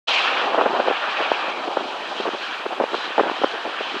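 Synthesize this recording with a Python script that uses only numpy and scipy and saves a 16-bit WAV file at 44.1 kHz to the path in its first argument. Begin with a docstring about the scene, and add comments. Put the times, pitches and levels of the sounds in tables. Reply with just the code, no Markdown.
"""A distant roar and hiss cut in just after the start, at their brightest, and settle within half a second.
It is a gas flare across an open industrial yard; moving air makes flame roar and jet hiss swell and flicker.
Wind eddies knock on the phone's microphone port in short flurries.
Behind them lie the plant's even hiss and a faint high whine."""
import sys
import numpy as np
from scipy import signal
from scipy.fft import rfft, irfft
from scipy.io import wavfile
from scipy.ndimage import uniform_filter1d

SR = 44100
rng = np.random.default_rng(int(sys.argv[2]) if len(sys.argv) > 2 else 0)


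def master_out(mix):
    """Clip the mix to full scale and print it as 16-bit PCM to the path in sys.argv[1]."""
    frames = np.transpose(np.atleast_2d(mix))
    ceiling = np.clip(frames, -1, 1)
    pcm = np.round(ceiling * 32767).astype(np.int16)
    wavfile.write(sys.argv[1], SR, pcm)


N = 176400
TIME_S = np.arange(N) / SR
BIN_HZ = np.arange(N // 2 + 1) * SR / N


def flame_roar():
    """The flame's deep body and the rush above it."""
    # envelopes (time [s], relative level [dB])
    body_level = [(.08, -28.5), (.38, -26), (.6, -23.5), (.85, -27.5), (.98, -31), (1.2, -29), (1.47, -29),
                  (1.65, -30.5), (1.9, -32), (2.25, -33.5), (2.5, -37), (2.75, -34), (3.1, -36),
                  (3.35, -34), (3.65, -34.5), (4, -35.5)]
    rush_level = [(.08, -29.5), (.25, -27), (.4, -25), (.48, -31.5), (.6, -32.5), (.68, -33.5),
                  (.87, -29.5), (1.15, -28), (1.3, -29.5), (1.41, -29.5), (1.5, -33.5), (1.7, -39.5),
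                  (2.1, -36.5), (2.35, -35), (2.56, -32), (2.63, -37.5), (2.9, -36.5), (3.05, -32),
                  (3.36, -33.5), (4, -33.5)]
    # spectra (frequency [Hz], relative density [dB])
    body_colour = [(25, -43), (80, -41.5), (145, -27.5), (200, -15.5), (350, -4), (800, 7), (1300, -1),
                   (1900, -17), (3500, -64.5), (8000, -88)]
    rush_colour = [(100, -59.5), (600, -25), (1100, 0), (1550, 1), (1850, -1.5), (2130, -12.5), (2500, -11),
                   (3500, -10.5), (9000, -73)]
    body = turbulence(body_colour, shared_db=1.56, own_db=1.4, rate_hz=16.4) * curve(body_level)
    rush = turbulence(rush_colour, shared_db=1.4, own_db=1.83, rate_hz=6.4) * curve(rush_level)
    return (body + rush) * undb(1)


def gas_jet(ground_lag_s=0.001241, ground_db=-18):
    """The jet's lower hiss and upper sizzle, returned a little late by the hard ground."""
    # envelopes (time [s], relative level [dB])
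    hiss_level = [(.08, -27.5), (.15, -20.5), (.4, -29), (.55, -34), (.74, -36.5), (.97, -30),
                  (1.07, -34.5), (1.24, -27.5), (1.47, -38), (1.7, -40), (2.03, -38), (2.2, -39),
                  (2.55, -35.5), (2.68, -39.5), (3.2, -36), (3.62, -39.5), (3.9, -32.5), (4, -35.5)]
    sizzle_level = [(.08, -19.5), (.17, -22.5), (.27, -29), (.4, -31.5), (.52, -36), (.75, -36), (1.0, -36),
                    (1.35, -33.5), (1.6, -38), (1.7, -36), (2.06, -36.5), (2.17, -31.5), (2.35, -36),
                    (2.45, -33), (2.58, -36), (2.65, -42), (2.89, -39.5), (2.95, -30), (3.04, -32.5),
                    (3.14, -38.5), (3.47, -34), (3.6, -38.5), (3.92, -35), (4, -37)]
    # spectra (frequency [Hz], relative density [dB])
    hiss_colour = [(200, -63.5), (1500, -34), (2100, -3.5), (2370, 1), (2600, 2.5), (2850, 2), (3300, -5),
                   (5000, -21.5), (12000, -77)]
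    sizzle_colour = [(300, -57.5), (2100, -14), (2750, -3.5), (3100, 0.5), (3550, -4.5), (3950, -4.5),
                     (5000, -13.5), (6200, -21.5), (7500, -30), (9000, -41), (11000, -49.5), (15000, -63.5)]
    hiss = turbulence(hiss_colour, shared_db=1.04, own_db=2.0, rate_hz=14) * curve(hiss_level)
    sizzle = turbulence(sizzle_colour, shared_db=1.14, own_db=1.55, rate_hz=10) * curve(sizzle_level)
    direct = hiss + sizzle * undb(-3) + jet_rings()
    return direct + undb(ground_db) * np.interp(TIME_S - ground_lag_s, TIME_S, direct)


def jet_rings():
    """Narrow bands ring out of the hiss: they swell, glide and fade."""
    # bands (start [s], length [s], first pitch [Hz], last pitch [Hz], half-width [Hz], level [dB])
    bands = [(1.238, 0.44, 2750, 2210, 200, -34), (1.8, .35, 9700, 9500, 400, -74),
             (2.302, .8, 10700, 10600, 1300, -71.5), (2.897, .223, 3960, 3930, 110, -42.5),
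             (3.195, 0.71, 9400, 10300, 586, -73.5), (3.3, 0.26, 2950, 3160, 150, -36.5),
             (3.72, .32, 3230, 3100, 179, -42.5)]
    out = 0
    for start_s, length_s, first_hz, last_hz, half_width_hz, db in bands:
        noise = rng.standard_normal(N) + 1j * rng.standard_normal(N)
        baseband = signal.sosfilt(signal.butter(2, half_width_hz, fs=SR, output="sos"), noise)
        progress = np.clip((TIME_S - start_s) / length_s, 0, 1)
        carrier = np.exp(2j * np.pi * np.cumsum(first_hz + (last_hz - first_hz) * progress) / SR)
        out = out + unit((baseband * carrier).real) * np.sin(np.pi * progress) * undb(db)
    return out


def turbulence(colour, shared_db, own_db, rate_hz):
    """Noise through moving air: quarter-octave bands flicker together and in eight interleaved sets."""
    spectrum = rfft(rng.standard_normal(N)) * response(colour)
    band = np.clip(4 * np.log2(np.maximum(BIN_HZ, 1) / 200), 0, 24)
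    out = 0
    for k in range(8):
        weight = np.maximum(1 - abs((band - k + 4) % 8 - 4), 0)
        out = out + irfft(spectrum * weight, N) * undb(own_db * flutter(rate_hz))
    return unit(out * undb(shared_db * flutter(rate_hz)))


def port_wind():
    """Buffets and breeze, coloured by the microphone port."""
    # port response (frequency [Hz], gain [dB])
    port_colour = [(25, -25), (80, -23), (150, -14), (215, -5.5), (350, -1), (1300, -3.5), (1800, -6),
                   (2300, -8.5), (5000, -18.5)]
    return irfft(rfft(buffets() + breeze()) * response(port_colour), N)


def buffets(gap_s=0.003, spread_oct=0.71, scatter_db=2, spray_db=-5):
    """Strings of eddies, the shortest a single knock, with fine turbulence riding on them."""
    # buffets (start [s], length [s], relative level [dB], nominal eddy pitch [Hz])
    gusts = [(0.546, 0.0014, -8.5, 890), (0.577, 0.0047, -14.5, 610), (0.585, 0.017, -16, 770),
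             (0.61, 0.0101, -13, 815), (0.624, 0.0039, -19, 660), (0.659, 0.0082, -12.5, 500),
             (0.732, 0.047, -24, 725), (0.796, 0.00917, -14, 760), (0.874, 0.0055, -16, 640),
             (0.883, 0.0025, -9.5, 626), (0.902, 0.013, -18, 770), (1.201, 0.029, -22.5, 860),
             (1.3168, 0.0025, -6, 720), (1.479, 0.0092, -25.5, 650.0), (1.673, 0.018, -26, 660),
             (1.769, 0.0052, -13.5, 666), (1.799, 0.012, -26, 690), (2.199, 0.014, -23.5, 740),
             (2.249, 0.042, -23, 700), (2.336, 0.019, -28, 514), (2.655, 0.014, -23, 610),
             (2.712, 0.024, -27, 816), (2.777, 0.008, -30, 905), (2.8, 0.013, -14.5, 613),
             (2.818, 0.008, -19.5, 685), (2.839, 0.0046, -14.5, 680), (2.931, 0.02, -23.5, 714),
             (2.943, 0.0034, -17, 1030), (3.179, 0.00446, -12.5, 800), (3.182, 0.0057, -13.5, 786),
             (3.1932, 0.00607, -10, 780), (3.201, 0.00564, -14, 590), (3.209, 0.004, -12, 453),
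             (3.233, 0.058, -24, 706), (3.296, 0.0045, -17.5, 895), (3.312, 0.012, -25, 595),
             (3.417, 0.0082, -20.5, 675), (3.4357, 0.00297, -12, 800), (3.44, 0.0063, -11, 523),
             (3.53, 0.03, -29, 780.0), (3.646, 0.053, -29, 810), (3.806, 0.01076, -23.5, 730),
             (3.938, 0.031, -31, 470)]
    # fine turbulence (frequency [Hz], relative density [dB])
    spray_colour = [(60, -16.5), (250, 1), (1400, 6.5), (3000, -3.5), (6000, -23.5), (12000, -49)]
    knocks, max_eddies = np.zeros(N), 32
    for start_s, length_s, db, hz in gusts:
        jitter, phases = rng.random((max_eddies, 2)).T
        detune, strength = np.clip(rng.standard_normal((max_eddies, 2)).T, -1.6, 1.6)
        count = int(np.clip(round(length_s / gap_s), 1, max_eddies))
        scatter = 1 - 1 / count
        times_s = start_s + length_s * (np.arange(count) + .5 + scatter * (jitter[:count] - .5)) / count
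        pitches_hz = hz * 2 ** (scatter * spread_oct * np.maximum(detune, -1))
        string = eddies(times_s, pitches_hz, undb(scatter_db * strength), phases)
        knocks += unit(string) * np.sqrt(length_s * SR / N) * undb(db + 2)
    envelope = uniform_filter1d(abs(knocks), size=180)
    spray = unit(irfft(rfft(rng.standard_normal(N)) * response(spray_colour), N))
    return knocks + envelope * spray * undb(spray_db)


def breeze(eddies_per_s=230, centre_hz=606, span_oct=2.4, scatter_db=2):
    """Weak eddies flutter at the port between the buffets."""
    # breeze strength (time [s], relative level [dB])
    strength = [(.1, -55), (.35, -38.5), (.6, -28.5), (.85, -29), (1.0, -48), (1.3, -42), (1.7, -33.5),
                (2.25, -39), (2.5, -45), (2.85, -36.5), (3.05, -39.5), (3.27, -37), (3.6, -44.5),
                (4, -38.5)]
    when, phases, rank, detune = rng.random((int(eddies_per_s * N / SR), 4)).T
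    gains = undb(-scatter_db * np.log(np.maximum(rank, .02)))
    pitches_hz = centre_hz * 2 ** (span_oct * (detune - .5))
    return unit(eddies(when * N / SR, pitches_hz, gains, phases)) * curve(strength)


def eddies(times_s, pitches_hz, gains, phases, sigma_cycles=0.45, slowing=0.12):
    """Each eddy is a pressure wiggle of about two cycles that slows as it passes."""
    out = np.zeros(N)
    for at_s, hz, gain, phase in zip(times_s, pitches_hz, gains, phases):
        i = np.arange(max(int((at_s - 3 / hz) * SR), 0), min(int((at_s + 3 / hz) * SR), N))
        cycles = (i / SR - at_s) * hz
        window = np.exp(-.5 * (cycles / sigma_cycles) ** 2)
        out[i] += gain * window * np.cos(2 * np.pi * (cycles - slowing * cycles ** 2 + phase))
    return out


def yard_hiss(level_db=-50.5):
    """Even hiss of the surrounding plant."""
    # spectrum (frequency [Hz], relative density [dB])
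    colour = [(300, -12.5), (3500, 5.5), (5000, 1), (6200, -6), (7500, -5), (9000, -14), (11000, -24),
              (15000, -43)]
    return turbulence(colour, shared_db=0.1, own_db=0, rate_hz=8) * undb(level_db)


def whines(wobble_rad=0.67):
    """The plant's thin high tones, nearly steady."""
    # tones (frequency [Hz], level [dB])
    tones = [(3021, -54), (3107, -68), (6043, -77), (6212, -67), (12263, -83.5)]
    out = 0
    for hz, db in tones:
        tone = np.sin(2 * np.pi * hz * TIME_S + wobble_rad * flutter(rate_hz=13))
        out = out + unit(tone * undb(flutter(rate_hz=5))) * undb(db)
    return out


def undb(db):
    """Decibels to gain."""
    return 10 ** (np.asarray(db) / 20)


def unit(x):
    """Scale to rms 1."""
    return x / np.sqrt(np.mean(x ** 2))


def curve(points):
    """Gain per sample from (time [s], level [dB])."""
    return undb(np.interp(TIME_S, *np.array(points).T))


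def response(points):
    """Gain per bin from (frequency [Hz], level [dB])."""
    hz, db = np.array(points).T
    return undb(np.interp(np.log(np.maximum(BIN_HZ, 1)), np.log(hz), db))


def flutter(rate_hz):
    """Smooth random motion around rate_hz, rms 1."""
    ratio = BIN_HZ / rate_hz
    return unit(irfft(rfft(rng.standard_normal(N)) * ratio / (1 + ratio ** 2) ** 1.5, N))


def scene(self_noise_db=-83):
    """Flare, yard, wind and the microphone's own hiss, in mono."""
    wind = port_wind()
    flare = flame_roar() + gas_jet()
    yard = yard_hiss() + whines()
    self_noise = rng.standard_normal(N) * undb(self_noise_db)
    return (flare + yard + wind + self_noise)[None]


def record(dry, start_s=0.071, fade_in_s=0.014, top_hz=15030):
    """The phone opens abruptly and cuts the top."""
    opening = np.clip((TIME_S - start_s) / fade_in_s, 0, 1)
    return signal.sosfilt(signal.ellip(8, .2, 70, top_hz, fs=SR, output="sos"), dry * opening)


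dry = scene()
out = record(dry)
master_out(out)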